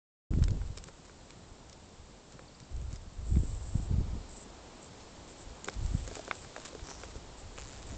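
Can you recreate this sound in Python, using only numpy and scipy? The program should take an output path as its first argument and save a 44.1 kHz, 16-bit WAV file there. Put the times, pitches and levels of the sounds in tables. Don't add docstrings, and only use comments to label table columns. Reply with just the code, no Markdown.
import sys
import numpy as np
from scipy import signal
from scipy.fft import rfft, irfft, next_fast_len
from scipy.io import wavfile
from scipy.ndimage import uniform_filter1d, map_coordinates

SR = 44100
rng = np.random.default_rng(int(sys.argv[2]) if len(sys.argv) > 2 else 0)


def dump_mix(stems):
    frames = np.atleast_2d(stems).T
    limited = np.clip(frames, -1, 1)
    pcm = np.round(limited * 32767).astype(np.int16)
    wavfile.write(sys.argv[1], SR, pcm)


N = 351477

# (frequency [Hz], gain [dB], t60 [s])
ROOF_MODES = [(395, -9.5, 0.017), (436, -0.5, .04), (520, 3.5, 0.032), (640, 0.5, 0.024),
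              (775, -7.5, 0.027)]
# (frequency [Hz], gain [dB])
CLAW_SPECTRUM = [(800, -6), (2500, 0), (4000, 2.5), (5800, 0.5), (7400, 5.5), (8200, -3), (9000, -31)]


def amp(db):
    return 10 ** (np.asarray(db) / 20)


def unit(x):
    return x / np.sqrt(np.mean(x ** 2) + 1e-20)


def clock():
    return np.arange(N) / SR


def curves(rows):
    times, *columns = np.transpose(rows)
    return [np.interp(clock(), times, column) for column in columns]


def gains(spectrum, hz):
    point_hz, db = np.transpose(spectrum)
    return amp(np.interp(np.log(hz + 1), np.log(point_hz), db))


def filtered(x, response):
    size = next_fast_len(len(x) + SR // 8)
    return irfft(rfft(x, size) * response(np.fft.rfftfreq(size, 1 / SR)), size)[:len(x)]


def coloured(x, spectrum):
    return unit(filtered(x, lambda hz: gains(spectrum, hz)))


def noise(spectrum):
    return coloured(rng.standard_normal(N), spectrum)


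def wobble(rate):
    return map_coordinates(rng.standard_normal(int(N * rate / SR) + 4), [clock() * rate])


def bump(centre_s, width_s):
    return np.exp(-((clock() - centre_s) / width_s) ** 2)


def swells(rows, attack_s):
    t = clock()
    each = [amp(db) * np.exp(np.minimum(t - s, 0) / attack_s - np.maximum(t - s - hold, 0) / release)
            for s, hold, db, release in rows]
    return np.linalg.norm(each, axis=0)


def ring(modes, t, scatter_db):
    hz, db, t60 = np.transpose(modes)[:, :, None]
    balance, detune = rng.standard_normal((2, len(modes), 1))
    hz = hz * (1 + .025 * detune)
    return np.sum(amp(db + scatter_db * balance - 60 * t / t60) * np.sin(2 * np.pi * hz * t), axis=0)


def night_bed():
    # (time [s], relative air level [dB], relative hiss level [dB])
    faders = [(.65, -60.5, -65), (3.25, -60, -65), (3.5, -57.5, -63), (4.44, -56, -61.5), (5.65, -56, -61),
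              (6.2, -56, -57.5), (7.25, -57, -61), (7.97, -55, -60)]
    # (frequency [Hz], gain [dB])
    air_spectrum = [(20, -27.5), (60, 2.5), (130, 3), (250, 4.5), (450, 3.5), (900, 0), (1400, -7),
                    (2200, -15.5), (4000, -31.5), (9000, -48)]
    hiss_spectrum = [(100, -14), (1500, -2), (2800, 0), (4200, 1), (6500, -1.5), (7100, 1), (7500, -0.5),
                     (7900, -7), (8400, -10.5), (8900, -38)]
    air_db, hiss_db = curves(faders)
    air = amp(air_db + 2.0 + 0.3 * wobble(5)) * noise(air_spectrum)
    return air + amp(hiss_db + 2.5) * noise(hiss_spectrum)


def camera_whine():
    # (start [s], end [s], relative level [dB])
    spells = [(3.256, 3.87, -63.5), (4.29, 4.44, -61.5), (4.818, 4.878, -63), (5.273, 5.332, -66),
              (5.375, 5.436, -62.5), (5.826, 6.06, -67), (6.336, 6.46, -63.5), (7.378, 7.42, -61.5),
              (7.861, 7.91, -62)]
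    # (frequency [Hz], gain [dB])
    resonance = [(3000, -23), (5000, -19), (5800, -12.5), (6300, -20.5), (6700, -13), (7000, -8),
                 (7600, -1), (7800, -6), (8000, -7.5), (8200, -12), (8400, -14.5), (8800, -28.5)]
    t = clock()
    hz = 200 * np.arange(15, 45)[:, None]
    phases = 2 * np.pi * hz * t[:SR // 100] + .5 * rng.standard_normal(hz.shape)
    two_ticks = np.sum(gains(resonance, hz) * np.cos(phases), axis=0)
    drive = amp(-72.0) + sum(amp(db + 2.5) * (t > start) * (t < end) for start, end, db in spells)
    uneven = unit(amp(2.9 * wobble(200) + .8 * wobble(18)))
    return unit(np.resize(two_ticks, N)) * uneven * uniform_filter1d(drive, size=700)


def buzz(trains, spectrum, call_t60):
    out = np.zeros(N)
    for rows in trains:
        rate, level_db = curves(rows)
        from_peak_s = np.abs(np.cumsum(rate) / SR % 1 - .5) / rate
        rasps = coloured(rng.standard_normal(N) * amp(-60 * from_peak_s / call_t60), spectrum)
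        out += rasps * amp(level_db) * (clock() > rows[0][0]) * (clock() < rows[-1][0])
    return out


def bat_calls():
    # (time [s], call rate [1/s], level [dB])
    low_trains = [
        [(6.84, 180, -59), (6.88, 138, -54.5), (6.92, 140, -46.5), (6.95, 138, -57.5), (7.03, 150, -57.5),
         (7.12, 100, -69), (7.17, 130, -70)],
    ]
    high_trains = [
        [(7.555, 139, -65), (7.585, 142.3, -48), (7.63, 137, -54), (7.7, 130.7, -55.5), (7.79, 142, -57.5),
         (7.82, 132, -70)],
        [(7.89, 134.5, -54), (7.93, 137, -56.5), (7.97, 136, -62)],
    ]
    # (frequency [Hz], gain [dB])
    low_spectrum = [(1000, 0), (3500, -22), (4800, -5.5), (5700, 6.5), (6600, -3), (7300, -8.5),
                    (8200, -30.5)]
    high_spectrum = [(700, -4.5), (1800, 0), (3200, -3.5), (5000, -4), (6500, -0.5), (7400, 4),
                     (8500, -20.5)]
    low = buzz(low_trains, low_spectrum, call_t60=0.0043)
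    return low + buzz(high_trains, high_spectrum, call_t60=0.0029)


def wing_swishes():
    # (time [s], level [dB])
    beats = [(5.01, -58), (5.29, -59.5), (5.41, -60.5), (5.50, -61.5)]
    envelope = sum(amp(db) * bump(s, width_s=0.017) for s, db in beats)
    return envelope * noise([(300, -8), (1000, -13), (2500, -2), (5500, -1), (7000, 2.5), (8500, -21)])


def claw_squeaks():
    # (time [s], pitch [Hz], peak level [dB])
    slides = [(1.732, 5200, -53), (2.484, 4550, -54), (2.551, 4650, -54), (2.604, 5100, -64),
              (2.637, 4750, -58), (2.964, 4900, -52)]
    phase_jitter = 2 * np.pi * np.cumsum(220 * wobble(900)) / SR
    return sum(amp(db) * bump(s, width_s=0.0041) * np.sin(2 * np.pi * hz * clock() + phase_jitter)
               for s, hz, db in slides)


def scrabble():
    # (start [s], hold [s], relative level [dB], release [s])
    scrapes = [(.35, 0.77, -70, .1), (1.3, 0.035, -62.5, .03), (2.31, .03, -65, .03),
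               (2.92, 0.031, -65, 0.018), (5.68, 0.32, -63, 0.11), (6.07, 0.093, -57, .12),
               (6.58, 0.11, -62.5, 0.078), (6.645, .025, -57.5, .02), (6.87, .04, -55.5, 0.056),
               (7.0, 0.1, -59, 0.074), (7.59, .38, -67, .05)]
    drag = swells(scrapes, attack_s=0.024)
    slips_per_s = 1400
    slips = (rng.random(N) < slips_per_s / SR) * rng.standard_normal(N) * amp(4.4 * wobble(70))
    roof_response = ring(ROOF_MODES, np.arange(SR // 16) / SR, scatter_db=1)
    murmur = unit(signal.fftconvolve(slips, roof_response)[:N])
    body = coloured(slips, [(300, -18), (1200, 7.0), (2400, -10.5), (4000, -28.0), (8000, -34)])
    return drag * (amp(2.0) * coloured(slips, CLAW_SPECTRUM) + amp(-11.0) * murmur + amp(-7.5) * body)


def touches():
    # (time [s], level [dB], pitch [Hz])
    catches = [(0.4386, -39.5, 5700), (.4819, -50, 4500), (0.5063, -49, 5300), (.772, -52, 5000),
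               (.7746, -44, 5100), (0.7828, -47, 5300), (0.8395, -47, 6180), (1.3052, -51, 4600),
               (1.6962, -52.5, 5300), (1.7279, -53, 5900), (2.3216, -54, 5600), (2.6008, -52.5, 5500),
               (2.764, -55, 6900), (2.814, -56, 6100), (2.9278, -50.5, 6500), (2.9583, -52, 4860),
               (5.6436, -39.5, 7600), (5.6558, -51, 7100), (5.6802, -46, 6100), (5.6961, -46, 5000),
               (5.7397, -50.5, 6200), (5.861, -49.5, 7100), (6.076, -44.5, 6700), (6.1532, -45.5, 7240),
               (6.2489, -50, 6000), (6.3522, -49, 7100), (6.599, -50.5, 4700), (6.6598, -50, 5100)]
    # (time [s], level [dB], pitch [Hz])
    blows = [(0.3362, -49.5, 1700), (0.4254, -47, 1310), (0.4818, -46, 2320), (0.6157, -53, 1300),
             (.7746, -55.5, 2900), (.8388, -55.5, 2450), (0.8855, -49, 1450), (1.0958, -54, 1400),
             (2.3926, -49.5, 1400), (3.3568, -53, 2200), (3.3688, -55.5, 2200), (5.6853, -37.5, 2740),
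             (5.685, -33.5, 805), (6.2786, -46.5, 950), (6.3115, -27, 1540), (6.327, -48.5, 1150),
             (6.4465, -49.5, 1190), (6.5633, -39.5, 1220), (6.7941, -50, 1650), (6.887, -48, 1250),
             (6.912, -46.5, 1200), (7.035, -42, 1540), (7.5833, -46, 1550)]
    # (time [s], level [dB])
    footfalls = [(0.7744, -52), (5.6743, -39), (5.685, -39.5), (6.0766, -41.5), (6.1125, -39.5),
                 (6.167, -38.5), (6.1931, -37), (6.2786, -39), (6.5637, -44.5), (6.5799, -41),
                 (6.7298, -45), (6.7494, -39), (7.0353, -46), (7.1542, -45), (7.5824, -43.5)]
    thud_max_db = -49.5
    graze_max_db, graze_hz = -49, 5180
    ticks = [(s, db - 26, db - 14, 1900, db, hz) for s, db, hz in catches]
    knocks = [(s, min(db - 2, thud_max_db), db, hz, min(db - 11.5, graze_max_db), graze_hz)
              for s, db, hz in blows]
    steps = [(s, db, db - 13.5, 950, db - 13, graze_hz) for s, db in footfalls]
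    return ticks + knocks + steps


def claw_tick(t, pitch_hz):
    from_snag_s = np.abs(t - rng.uniform(0.002, 0.0026))
    catch = (1 - np.exp(-(t / .0008) ** 2)) * amp(-60 * t / 0.006)
    snag = 0.37 * amp(-60 * from_snag_s / 0.0023)
    tail = 0.054 * amp(-60 * t / 0.075)
    burst = coloured((catch + snag + tail) * rng.standard_normal(len(t)), CLAW_SPECTRUM)
    return filtered(burst, lambda hz: 1 + 1.3 / (1 + 1j * (hz - pitch_hz) / 450))


def roof_contacts():
    # (frequency [Hz], gain [dB], t60 [s])
    knock_modes = [(830, -1, 0.021), (1155, 5, 0.009), (1388, 7, 0.0099), (1560, 2, 0.013),
                   (1764, 2.5, 0.0089), (2195, 8, 0.0084), (2840, -0.5, 0.0049), (3660, 4.5, 0.01)]
    out, t = np.zeros(N + SR), np.arange(SR // 16) / SR
    levelled = lambda x: x / np.sqrt(np.sum(x ** 2) / (SR * .005))
    onset = lambda rise_s: 1 - np.exp(-(t / rise_s) ** 2)
    for s, thud_db, knock_db, knock_hz, tick_db, tick_hz in touches():
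        thud = levelled(ring(ROOF_MODES, t, scatter_db=6.5) * onset(0.0016))
        struck = [(hz, db - 6 * np.log2(hz / knock_hz) ** 2, t60) for hz, db, t60 in knock_modes]
        knock = levelled(ring(struck, t, scatter_db=1.0) * onset(0.00045))
        tick = levelled(claw_tick(t, tick_hz))
        out[int(s * SR):][:len(t)] += amp(thud_db) * thud + amp(knock_db) * knock + amp(tick_db) * tick
    return out[:N]


def wing_air():
    # (start [s], hold [s], level [dB], release [s])
    gusts = [(.31, 0.22, -29, .11), (2.73, 0.21, -39.5, 0.078), (3.19, 0.51, -38, .05),
             (3.31, 0.023, -29, .025), (3.365, 0.031, -21, 0.033), (3.75, 0.025, -28, 0.054),
             (3.9, .1, -28, 0.047), (4.06, 0.091, -35, 0.08), (5.46, .07, -50, 0.037),
             (5.77, 0.22, -35.5, 0.081), (6.95, 0.97, -50.5, .05), (7.9, .07, -42.5, .05)]
    # (time [s], peak level [dB], pitch of the push [Hz])
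    strokes = [(.337, -21, 114), (0.364, -25.5, 160), (.376, -17, 92), (.388, -23, 166), (0.421, -13, 64.4),
               (0.518, -19, 66.3), (0.706, -28.5, 59), (1.52, -41, 44.6), (2.0, -41.5, 55),
               (2.826, -33, 73.4), (2.937, -29.5, 77), (3.08, -36.5, 44.6), (3.325, -18, 60.5),
               (3.371, -13, 89), (3.394, -22, 67), (3.435, -27, 172), (3.756, -16.5, 83),
               (3.8, -30.5, 106.6), (3.913, -19.5, 89), (3.943, -18.5, 74.5), (3.985, -17.5, 73),
               (4.068, -34, 99), (4.134, -26.5, 64), (5.852, -22.5, 51), (5.951, -17, 75.7),
               (6.83, -33.5, 42.6), (7.165, -34, 44)]
    calm_broad_db, calm_fine_db = -58, -56
    flow = swells(gusts, attack_s=.017)
    breakup = amp(-15.5) * (flow / amp(-15.5)) ** 1.7
    wakes = sum(amp(db - 17.5) * bump(s, width_s=0.014) for s, db, _ in strokes)
    broad = noise([(10, -8.5), (28, 2.5), (65, 2.5), (100, -2), (150, -21.5), (260, -38.5),
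                   (500, -60.0), (1200, -120)])
    broad /= np.sqrt(np.abs(uniform_filter1d(broad ** 2, size=1800)) + 0.15)
    fine = noise([(60, -24.5), (120, 0), (200, -3.5), (320, -8.5), (500, -17), (900, -33),
                  (2500, -59.0), (5000, -120)])
    fine_level = amp(-4.0) * np.sqrt(breakup ** 2 + wakes ** 2 + amp(calm_fine_db) ** 2)
    rumble = np.hypot(flow, amp(calm_broad_db)) * amp(2.6 * wobble(16)) * broad
    flutter = fine_level * unit(fine * amp(4.2 * wobble(45)))
    air = rumble + flutter
    for (s, db, hz), angle in zip(strokes, rng.uniform(0, 2 * np.pi, len(strokes))):
        vortex = 1 / (1 - 1j * np.pi * hz * (clock() - s))
        push = amp(db) * np.real(np.exp(1j * angle) * vortex ** 3)
        air = air * (1 - np.abs(vortex) ** 2) + push
    return air


def scene():
    bats = bat_calls() + wing_air() + wing_swishes() + roof_contacts() + scrabble() + claw_squeaks()
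    return (bats + camera_whine() + night_bed())[None]


def record(dry):
    wake_s, fade_s, band_limit_hz = .306, .003, 9040
    awake = np.clip((clock() - wake_s) / fade_s, 0, 1)
    return filtered(dry[0] * awake, lambda hz: hz < band_limit_hz)[None]


dry = scene()
out = record(dry)
dump_mix(out)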